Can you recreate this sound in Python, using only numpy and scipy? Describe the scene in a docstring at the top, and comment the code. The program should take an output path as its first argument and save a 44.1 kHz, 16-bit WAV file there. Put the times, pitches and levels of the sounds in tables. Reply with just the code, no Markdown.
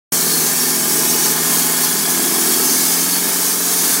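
"""A petrol band sawmill works through a big log, outdoors, a few metres away.
The sound starts mid-cut: teeth tear the wood with a dense bright hiss over the drone and clatter
of a loaded twin-cylinder engine. The steel band sings, now at one mode, now at another.
Late in the cut the engine picks up a little speed, and faint low bumps touch the microphone."""
import sys
import numpy as np
from scipy import signal
from scipy.fft import rfft, irfft
from scipy.io import wavfile
from scipy.ndimage import map_coordinates

SR = 44100
rng = np.random.default_rng(int(sys.argv[2]) if len(sys.argv) > 2 else 0)


def master_out(mix):
    """Clip the mix to full scale and print it as 16-bit PCM to the path in sys.argv[1]."""
    frames = np.transpose(np.atleast_2d(mix))
    ceiling = np.clip(frames, -1, 1)
    pcm = np.round(ceiling * 32767).astype(np.int16)
    wavfile.write(sys.argv[1], SR, pcm)


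N = 176400
T = np.arange(N) / SR
FREQ_HZ = np.fft.rfftfreq(N, 1 / SR)

# Engine speed. Each row: time in seconds, four-stroke cycles per second.
ENGINE_SPEED = [(0.15, 20.48), (0.55, 20.42), (1, 20.22), (1.4, 20.46), (1.8, 20.68), (2.2, 21.01),
                (2.55, 21.07), (2.85, 21.46), (3.2, 22.18), (3.55, 22.36), (3.95, 21.95)]


def saw():
    """Torn wood and sawdust hiss while the band rings; both follow the bite of the blade."""
    # Bite of the blade. Each row: time in seconds, relative level in dB.
    bite = [(0.13, -15.5), (0.83, -16.5), (1.26, -15), (1.36, -17), (1.57, -15), (1.73, -17), (1.86, -15),
            (1.92, -17.5), (2.7, -14.5), (3.29, -17), (3.5, -15.5), (3.6, -17.5), (3.94, -14), (3.98, -17)]
    # Hiss spectrum. Each row: frequency in Hz, relative density in dB.
    hiss_spectrum = [(100, -46), (600, -14), (2000, -14), (2750, -12.5), (3100, -8.5), (3350, -10),
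                     (3520, -10), (3700, -8.5), (4230, -7.5), (4400, -3), (4780, -4.5), (5400, -2),
                     (6500, 0.6), (7200, -0.9), (8200, 1.5), (8700, 0.5), (9400, 2.5), (10000, 1),
                     (10600, 3.5), (12200, 0.5), (14000, 1.5), (15000, 0), (16000, 0.9)]
    bite_db = curve(bite)
    hiss = colour(reflected(tearing(), strength=1.21), hiss_spectrum)
    hiss *= amp(0.97 + bite_db + 0.43 * wander(hz=21))
    return hiss + band_song(tearing()) * unit(amp(bite_db))


def tearing():
    """Each tooth rips out a chip of its own size, over a smooth spray of dust."""
    mean_tooth_hz, chip_spread_db, chip_share = 1100, 7.5, 0.16
    cycle_hz = curve(ENGINE_SPEED)
    tooth_hz = mean_tooth_hz * cycle_hz / cycle_hz.mean() * (1 + 0.15 * wander(hz=400))
    teeth = np.cumsum(tooth_hz) / SR
    sizes = amp(chip_spread_db * rng.standard_normal(N))
    chips = sizes[teeth.astype(int)] * np.exp(-(teeth % 1))
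    return unit((1 - chip_share + chip_share * unit(chips)) * rng.standard_normal(N))


def band_song(drive):
    """Tearing rings the modes of the steel band; each wavers, and some sing out in spells."""
    # Band modes. Each row: frequency in Hz, half width in Hz, relative level in dB.
    modes = [(3345, 110, -43), (3670, 70, -48), (4350, 55, -46), (4470, 50, -40.5), (5005, 50, -41.5),
             (5255, 60, -44), (5575, 32, -44), (5835, 90, -42), (6340, 60, -40), (6550, 100, -43),
             (6700, 60, -42), (6955, 45, -42.5), (7450, 45, -42.5), (7680, 70, -46), (8230, 130, -37.5),
             (9490, 120, -41), (10500, 130, -43)]
    # Spells of singing. Each row: centre in seconds, half length in seconds, mode in Hz, lift in dB.
    spells = [(.3, 0.26, 4350, 14), (.3, 0.3, 6340, 6), (.62, .08, 5575, 18), (.76, 0.053, 5575, 15),
              (1.14, 0.18, 5575, 17), (1.15, .25, 5835, 8), (1.1, .25, 6700, 11), (1.1, .4, 10500, 0),
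              (1.7, .3, 7680, 7), (1.75, 0.23, 6955, 9), (2.1, 0.37, 3345, 8), (2.62, .15, 4470, 8.5),
              (2.75, .25, 5255, 3), (2.75, .3, 9490, 6), (2.85, 0.37, 5005, 9), (2.7, 0.068, 6340, 13),
              (2.97, 0.14, 6340, 11.5), (3.146, 0.065, 4470, 14), (3.55, .25, 6550, 7)]
    modes_hz = np.array(modes)[:, 0]
    lifts_db = np.zeros((len(modes), N))
    for centre_s, half_s, hz, peak_db in spells:
        nearest = np.argmin(abs(modes_hz - hz))
        lifts_db[nearest] += peak_db * np.exp(-((T - centre_s) / half_s) ** 2)
    song = np.zeros(N)
    for (hz, half_width_hz, db), lift_db in zip(modes, lifts_db):
        song += ring(drive, hz, half_width_hz) * amp(db + lift_db + 3.06 * wander(hz=12))
    return song


def engine():
    """Exhaust note, gas puffs and clatter, all timed by one slightly hunting speed."""
    cycle_hz = curve(ENGINE_SPEED) * (1 + 0.0018 * wander(hz=6.8))
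    cycles = np.cumsum(cycle_hz) / SR
    beat = firings(cycles)
    return exhaust_puffs(beat) + clatter(beat) + exhaust_note(cycles)


def firings(cycles):
    """Envelope of two firings per cycle, each with its own strength."""
    spread_db, decay_cycles = 2.2, 0.23
    beat = np.zeros(N)
    for lag_cycles in (0, 0.5):
        position = cycles + 1 - lag_cycles
        strengths = amp(spread_db * rng.standard_normal(256))
        beat += strengths[position.astype(int)] * np.exp(-(position % 1) / decay_cycles)
    return unit(beat)


def exhaust_note(cycles):
    """Orders of the engine cycle, their phases scattered by the muffler; the weak ones waver."""
    # Strong orders, in multiples of the cycle rate.
    strong_orders = (8, 12, 16, 18, 20)
    # Their levels. Each row: time in seconds, then relative dB of each order.
    strong_levels = [(0.22, -33.5, -35.5, -51, -36, -52), (0.6, -36, -31.5, -60, -38.2, -38.5),
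                     (1.2, -34.5, -33, -38, -35, -37), (1.65, -32.5, -31.5, -56, -37.9, -41),
                     (1.97, -35, -34, -41, -35.5, -41.5), (2.25, -37.5, -30.5, -29, -37, -41),
                     (2.68, -38.5, -29.5, -32.5, -32, -42), (2.95, -33, -32, -40, -45, -49.4),
                     (3.3, -34, -37, -38.5, -37.5, -45.2), (3.85, -36, -36, -46, -41, -37.5)]
    # Weak orders, in multiples of the cycle rate.
    weak_orders = (9, 10, 11, 13, 14, 22, 24, 28, 32, 36, 38, 40, 42, 46, 52, 58)
    # Their mean levels, in dB.
    weak_db = [-49, -42, -59, -43, -49.5, -50, -52.5, -52.5, -47.5, -50.5, -51, -50, -51, -54.5, -54.5, -50]
    smear_turns = 0.52

    def tone(order):
        return np.cos(2 * np.pi * (order * cycles - smear_turns * rng.random()))

    note = np.zeros(N)
    for column, order in enumerate(strong_orders, start=1):
        note += amp(curve(strong_levels, column) - 1) * tone(order)
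    for order, db in zip(weak_orders, weak_db):
        note += amp(db + 4 * wander(hz=4.6)) * tone(order)
    return np.sqrt(2) * note


def exhaust_puffs(beat):
    """A low rush of gas that swells at each firing."""
    # Puff spectrum. Each row: frequency in Hz, relative density in dB.
    spectrum = [(25, -42), (60, -33), (105, -26), (135, -12), (175, -6.5), (270, 0), (345, -0.5), (450, 0),
                (520, -15.5), (800, -26), (3000, -78)]
    # Puff loudness. Each row: time in seconds, relative level in dB.
    levels = [(0.13, -29), (0.45, -26), (0.47, -31.5), (1.04, -26.5), (2.09, -30.5), (2.15, -28.5),
              (3.69, -33), (3.9, -28.5), (3.98, -36)]
    gas = (1 + beat) * rng.standard_normal(N)
    return colour(gas, spectrum) * amp(curve(levels) - 1.5)


def clatter(beat):
    """Block and frame rattle, pulsing with the firings."""
    # Clatter spectrum. Each row: frequency in Hz, relative density in dB.
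    spectrum = [(100, -45), (300, -20), (520, -7), (720, 0), (790, -4.5), (860, 4), (930, -1), (1100, 2),
                (1450, -2), (1720, 4), (1860, -1), (2000, -9), (2170, 1.5), (2400, -5.5), (2750, -9.5),
                (5000, -7), (16000, -45)]
    # Clatter loudness. Each row: time in seconds, relative level in dB.
    levels = [(0.13, -29), (0.23, -29.5), (0.74, -29.5), (1.6, -27), (2.07, -30), (2.15, -28), (3.52, -30),
              (3.53, -32), (3.98, -28)]
    shaking = (1 + 0.33 * beat) * rng.standard_normal(N)
    rattle = colour(reflected(shaking, strength=0.4), spectrum)
    return rattle * amp(1.5 + curve(levels) + 0.24 * wander(hz=24))


def reflected(x, strength, count=10):
    """Adds echoes off log, frame and ground; paths drift as carriage and listener move. Rms 1."""
    shortest_ms, longest_ms, max_drift_ms_per_s = 0.808, 12, 0.4368
    cutoff_hz = 6650  # rough wood and soil return little above this
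    dull = irfft(rfft(x) / np.sqrt(1 + (FREQ_HZ / cutoff_hz) ** 4), N)
    out = x.copy()
    for place, drift, polarity in rng.random((count, 3)):
        mean_ms = shortest_ms + place * (longest_ms - shortest_ms)
        delay_ms = mean_ms + (2 * drift - 1) * max_drift_ms_per_s * (T - T.mean())
        echo = map_coordinates(dull, [(T - delay_ms / 1000) * SR], order=3, mode="mirror")
        out += np.sign(polarity - 0.5) * strength / np.sqrt(count) * echo
    return unit(out)


def bumps():
    """Faint low puffs on the microphone."""
    # Bumps. Each row: centre in seconds, level in dB.
    events = [(3.18, -53), (3.29, -52), (3.35, -60), (3.585, -47)]
    half_s = 0.02
    envelope = sum(amp(db) * np.exp(-((T - centre_s) / half_s) ** 2) for centre_s, db in events)
    return envelope * ring(rng.standard_normal(N), hz=92, half_width_hz=13)


def amp(db):
    """Decibels to gain."""
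    return 10 ** (np.asarray(db) / 20)


def unit(x):
    """Scales to rms 1."""
    return x / np.sqrt(np.mean(x ** 2) + 1e-20)


def curve(table, column=1):
    """One column of a time table, at every sample."""
    rows = np.array(table)
    return np.interp(T, rows[:, 0], rows[:, column])


def colour(x, points):
    """Filters x by a curve of (Hz, dB) points; rms 1."""
    hz, db = np.transpose(points)
    gain_db = np.interp(np.log(FREQ_HZ + 1), np.log(hz), db)
    return unit(irfft(rfft(x) * amp(gain_db), N))


def wander(hz):
    """Random drift up to about hz; rms 1."""
    spectrum = rfft(rng.standard_normal(N)) * (FREQ_HZ > 0)
    return unit(irfft(spectrum / (1 + (FREQ_HZ / hz) ** 4), N))


def ring(x, hz, half_width_hz):
    """A steep resonance; rms 1."""
    return unit(irfft(rfft(x) / (1 + 1j * (FREQ_HZ - hz) / half_width_hz) ** 2, N))


def scene():
    """The mill sits in the middle, alike in both ears."""
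    mill = saw() + engine() + bumps()
    return np.array([mill, mill])


def record(dry):
    """Abrupt start, then a steep low-pass."""
    start_s, rise_s, cutoff_hz = 0.12, 0.0039, 15800
    onset = np.clip((T - start_s) / rise_s, 0, 1)
    lowpass = signal.firwin(1023, cutoff_hz, window=("kaiser", 8), fs=SR)
    return signal.oaconvolve(dry * onset, lowpass[None], "same")


dry = scene()
out = record(dry)
master_out(out)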